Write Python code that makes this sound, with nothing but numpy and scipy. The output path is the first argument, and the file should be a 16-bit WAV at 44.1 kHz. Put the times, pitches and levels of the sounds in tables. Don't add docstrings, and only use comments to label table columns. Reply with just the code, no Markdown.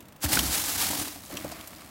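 import sys
import numpy as np
from scipy import signal
from scipy.fft import rfft, irfft, next_fast_len
from scipy.io import wavfile
from scipy.ndimage import map_coordinates

SR = 44100
rng = np.random.default_rng(int(sys.argv[2]) if len(sys.argv) > 2 else 0)


def master(y):
    cut = np.clip(np.atleast_2d(y).T, -1, 1)
    pcm = np.round(cut * 32767)
    wavfile.write(sys.argv[1], SR, pcm.astype(np.int16))


N = 83790
T = np.arange(N) / SR

# frequency in Hz, relative spectral density in dB.
WOOD_SPECTRUM = [(30, -51), (160, -0.5), (300, -20.5), (600, -2), (1200, -6.5), (2800, -14.5), (5000, -20),
                 (15000, -25)]
RUMBLE_SPECTRUM = [(20, -28), (40, -11.5), (60, -2.5), (90, -3.5), (130, -11.5), (220, -44), (800, -86)]
TICK_SPECTRUM = [(800, -3), (2200, -2), (2800, 2), (3600, 0), (5000, -6.5), (6600, -3), (7200, -3),
                 (8000, -3), (9200, -4), (13000, -3), (14200, 1), (16000, -4.5)]
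BUZZ_SPECTRUM = [(1500, -9), (2800, -3), (4300, 8), (6000, 0.5), (8000, 2), (10000, 0), (12000, 2),
                 (13400, 8), (14300, -8), (15500, 7)]
DRONE_SPECTRUM = [(60, -12), (130, -6), (190, -3), (240, -5), (300, -3), (350, -11), (450, -14.5),
                  (900, -17.5), (4000, -92)]
LEAF_SPECTRUM = [(400, -8), (1200, -3), (2500, -2.5), (4000, -1), (7500, -0.5), (11000, -1), (15500, -3.5)]
NEAR_SOIL_SPECTRUM = [(200, -5), (500, -11.5), (780, 6), (1000, -1.5), (1250, -5), (1600, -1), (2600, -9),
                      (5000, -1), (15000, -45)]
FAR_SOIL_SPECTRUM = [(200, -40), (420, -16), (630, 3), (880, -8.5), (1130, 1.5), (1450, -5.5), (2200, -4),
                     (5000, -18), (15000, -48)]

# time in seconds, relative level in dB.
RUMBLE_LEVELS = [(0, -58), (.22, -70), (.3, -41), (.42, -33.5), (.49, -37.5), (.56, -47), (.65, -54),
                 (.75, -47.5), (.97, -47), (1.08, -51), (1.28, -59), (1.34, -50), (1.55, -55), (1.9, -60.5)]
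DRONE_LEVELS = [(0, -52), (.22, -57.5), (.25, -45.5), (.37, -32.5), (.46, -40), (.7, -49.5), (.85, -45.5),
                (.97, -50), (1.12, -55.5), (1.28, -54), (1.35, -48.5), (1.41, -47.5), (1.6, -53),
                (1.7, -54.5), (1.9, -53.5)]
CAVITY_LEVELS = [(0, -60), (.22, -65), (.25, -48), (.37, -34), (.48, -52), (.62, -48), (.85, -49),
                 (1.0, -45), (1.07, -46), (1.12, -60), (1.28, -67), (1.35, -44.5), (1.42, -55.5),
                 (1.6, -52.5), (1.7, -59.5), (1.9, -62)]
LEAF_LEVELS = [(.2, -73), (.218, -38.5), (.232, -30.5), (.246, -26.5), (.278, -39.5), (.292, -31.5),
               (.312, -31.5), (.332, -22.5), (.366, -30), (.46, -31), (.498, -33), (.53, -25.5),
               (.575, -28), (.615, -30), (.675, -30.5), (.714, -29.5), (.766, -33), (.788, -28),
               (.846, -27), (.9, -31), (1.0, -32), (1.2, -50.5), (1.29, -48.5), (1.33, -46.5),
               (1.54, -50.5), (1.65, -52), (1.9, -56)]
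SOIL_LEVELS = [(.2, -64), (.28, -40), (.335, -35), (.398, -36), (.42, -41), (.68, -43), (.85, -39),
               (1.0, -42), (1.12, -51), (1.21, -56), (1.297, -57), (1.32, -46), (1.41, -48), (1.55, -46),
               (1.68, -53), (1.9, -55)]
# time in seconds, clicks per second, level in dB.
FREEHUB_BUZZ = [(1.0, 62.5, -56), (1.15, 65, -49), (1.28, 66, -55), (1.34, 72, -44.5), (1.42, 92, -49),
                (1.6, 86, -54), (1.74, 93, -55), (1.9, 63, -54)]

# start in seconds, level in dB.
PAWL_TICKS = [(.005, -42), (.024, -49), (.054, -49), (0.0835, -46), (0.123, -47), (.1618, -47), (.205, -49)]
CHAIN_SLAPS = [(0.3931, -23), (1.371, -30)]
TYRE_BUMPS = [(.241, -24.5), (0.353, -32), (.368, -32), (.901, -29.5), (0.939, -30.5), (.986, -32),
              (1.013, -30), (1.157, -42.5), (1.328, -36), (1.343, -29), (1.444, -27), (1.472, -45)]
# start in seconds, level in dB, final pitch in Hz.
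WHEEL_THUDS = [(.246, -12, 70), (.405, -28, 112), (.464, -18, 55), (.62, -34, 80)]
# start in seconds, level in dB, pitch in Hz, T60 in seconds.
FRAME_KNOCKS = [(.2395, -26, 740, .035), (.26, -30, 1650, .035), (.290, -35, 738, .03),
                (.329, -27, 580, .045), (.3718, -13, 1500, .015), (.538, -35, 1500, .03),
                (.638, -33, 800, .035), (.903, -32, 740, .03), (.930, -27, 750, .035),
                (1.074, -37, 720, .035), (1.158, -43, 700, .04), (1.3015, -34, 580, .028),
                (1.321, -38, 640, .03), (1.344, -31, 660, .03), (1.447, -31, 570, .035),
                (1.46, -35, 650, .04), (1.522, -39, 700, .035)]
# start in seconds, level in dB, length in seconds, pitch in Hz.
TWIG_SNAPS = [(0.3526, -15.5, 0.013, 7000), (0.3902, -11, .014, 3180), (0.639, -21, 0.014, 6060),
              (0.867, -16, 0.0075, 3870), (0.91, -23.5, 0.014, 7840), (1.078, -34, 0.036, 4030),
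              (1.259, -36, .012, 6030), (1.3688, -25.5, 0.016, 3170), (1.443, -33.5, 0.012, 7000),
              (1.515, -36, 0.044, 4900), (1.609, -30, 0.011, 2980), (1.673, -32.5, 0.022, 11900),
              (1.762, -45, .02, 5000)]

# frequency in Hz, relative level in dB, T60 in seconds.
CHAIN_MODES = [(2805, -5, 0.037), (3113, -1.5, 0.04), (3280, 0, 0.024), (4080, -2, 0.017),
               (5780, -3, 0.026), (7760, -7.5, 0.056)]
TYRE_MODES = [(133.5, -9, 0.09), (197, -3.5, 0.049), (253, 3.5, 0.032), (293.1, -3.5, 0.14),
              (583, -12, 0.12), (720, -13, 0.091)]


def amp(db):
    return 10 ** (np.asarray(db) / 20)


def unit(x):
    return x / np.sqrt(np.mean(x ** 2) + 1e-20)


def level(rows):
    return amp(np.interp(T, *np.transpose(rows)))


def noise():
    return rng.standard_normal(N)


def wobble(per_s):
    return map_coordinates(rng.standard_normal(1024), [T * per_s], mode="wrap")


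def filtered(x, response):
    size = next_fast_len(N + SR // 2)
    return irfft(rfft(x, size) * response(np.fft.rfftfreq(size, 1 / SR)), size)[:N]


def coloured(x, spectrum):
    f, db = np.transpose(spectrum)
    return unit(filtered(x, lambda hz: amp(np.interp(np.log(hz + 1), np.log(f), db))))


def resonant(x, hz, q):
    return unit(filtered(x, lambda f: 1j * f / (hz * hz - f * f + 1j * f * hz / q)))


def noise_band(hz, q):
    return resonant(resonant(noise(), hz, q), hz, q)


def blow(start, rise_s, t60):
    age = np.maximum(T - start, 0)
    return (1 - np.exp(-age / rise_s)) * amp(-60 * age / t60)


def grit(per_s, spread_db, share):
    impulses = (rng.random(N) < per_s / SR) * np.sign(noise())
    sizes = amp(spread_db * np.minimum(rng.exponential(size=N), 5))
    return np.sqrt(share) * unit(impulses * sizes) + np.sqrt(1 - share) * noise()


def wood_hush():
    return amp(-57) * coloured(noise(), WOOD_SPECTRUM)


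def tree_echo(x):
    tail = coloured(noise(), [(300, -4), (3000, -19), (15000, -10)])
    tail *= blow(0.0045, rise_s=0.0083, t60=0.68)
    return amp(-17.5) * signal.fftconvolve(x, tail / np.linalg.norm(tail))[:N]


def ground():
    overshoot, sink_s = 0.6, 0.01
    out = level(RUMBLE_LEVELS) * coloured(noise(), RUMBLE_SPECTRUM)
    for start, db, hz in WHEEL_THUDS:
        age = np.maximum(T - start, 0)
        cycles = hz * (age + overshoot * sink_s * (1 - np.exp(-age / sink_s)))
        out += amp(db) * blow(start, rise_s=0.012, t60=0.1) * np.sin(2 * np.pi * cycles)
    return out


def freehub_ticks():
    ticks = sum(amp(db) * blow(start, rise_s=0.0005, t60=0.04) for start, db in PAWL_TICKS)
    return ticks * coloured(noise(), TICK_SPECTRUM)


def freehub_buzz():
    times, rates, db = np.transpose(FREEHUB_BUZZ)
    rise_s, t60 = 0.00035, 0.014
    rate = np.interp(T, times, rates)
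    since_click = (np.cumsum(rate) / SR + rng.random()) % 1 / rate
    clicks = unit((1 - np.exp(-since_click / rise_s)) * amp(-60 * since_click / t60))
    gain = amp(np.interp(T, times, db, left=-120) + 2.2 * wobble(per_s=60))
    return gain * clicks * coloured(noise(), BUZZ_SPECTRUM)


def chain():
    out = np.zeros(N)
    for start, db in CHAIN_SLAPS:
        for hz, mode_db, t60 in CHAIN_MODES:
            envelope = amp(db + mode_db + rng.normal()) * blow(start, rise_s=0.0004, t60=t60)
            out += envelope * np.sin(2 * np.pi * hz * (T - start) + 0.8 * wobble(per_s=450))
    return out


def frame_knocks():
    out = np.zeros(N)
    for start, db, hz, t60 in FRAME_KNOCKS:
        ring = np.sin(2 * np.pi * hz * (T - start))
        rattle = noise_band(hz, q=1.6)
        out += amp(db) * blow(start, rise_s=0.00062, t60=t60) * (0.8 * ring + 0.9 * rattle)
    return out


def tyres():
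    drone = level(DRONE_LEVELS) * coloured(noise(), DRONE_SPECTRUM)
    cavity = level(CAVITY_LEVELS) * noise_band(hz=304.2, q=6)
    booms = np.zeros(N)
    for start, db in TYRE_BUMPS:
        for hz, mode_db, t60 in TYRE_MODES:
            detune, strength = rng.standard_normal(2)
            envelope = amp(db + mode_db + 1.3 * strength) * blow(start, rise_s=0.0027, t60=t60)
            booms += envelope * np.sin(2 * np.pi * hz * (1 + 0.027 * detune) * (T - start))
    return drone + cavity + booms


def twig_snaps():
    out = np.zeros(N)
    for start, db, length, hz in TWIG_SNAPS:
        burst = noise()
        crack = 0.87 * coloured(burst, LEAF_SPECTRUM) + 0.52 * resonant(burst, hz, q=3)
        out += amp(db) * blow(start, rise_s=0.0018, t60=1.76 * length) * crack
    return out


def tearing():
    grounded = np.clip((T - 0.2) / 0.0078, 0, 1)
    grip = amp(1.63 * wobble(per_s=110))
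    crackle = grit(per_s=8000, spread_db=2.5, share=0.52)
    leaves = amp(1) * level(LEAF_LEVELS) * coloured(crackle, LEAF_SPECTRUM)
    crumbs = grit(per_s=1200, spread_db=3.5, share=0.53)
    far = np.interp(T, [0.98, 1.3], [0, 1])
    scrub = (1 - far) * coloured(crumbs, NEAR_SOIL_SPECTRUM) + far * coloured(crumbs, FAR_SOIL_SPECTRUM)
    return grounded * grip * (leaves + level(SOIL_LEVELS) * scrub)


def scene():
    bike = freehub_ticks() + freehub_buzz() + tearing() + chain()
    bike += twig_snaps() + frame_knocks() + tyres()
    return (bike + ground() + tree_echo(bike) + wood_hush())[None]


def record(dry):
    low_hz, top_hz = 23.4, 15850
    return filtered(dry[0], lambda hz: (hz < top_hz) * (1j * hz / (low_hz + 1j * hz)) ** 3)[None]


dry = scene()
out = record(dry)
master(out)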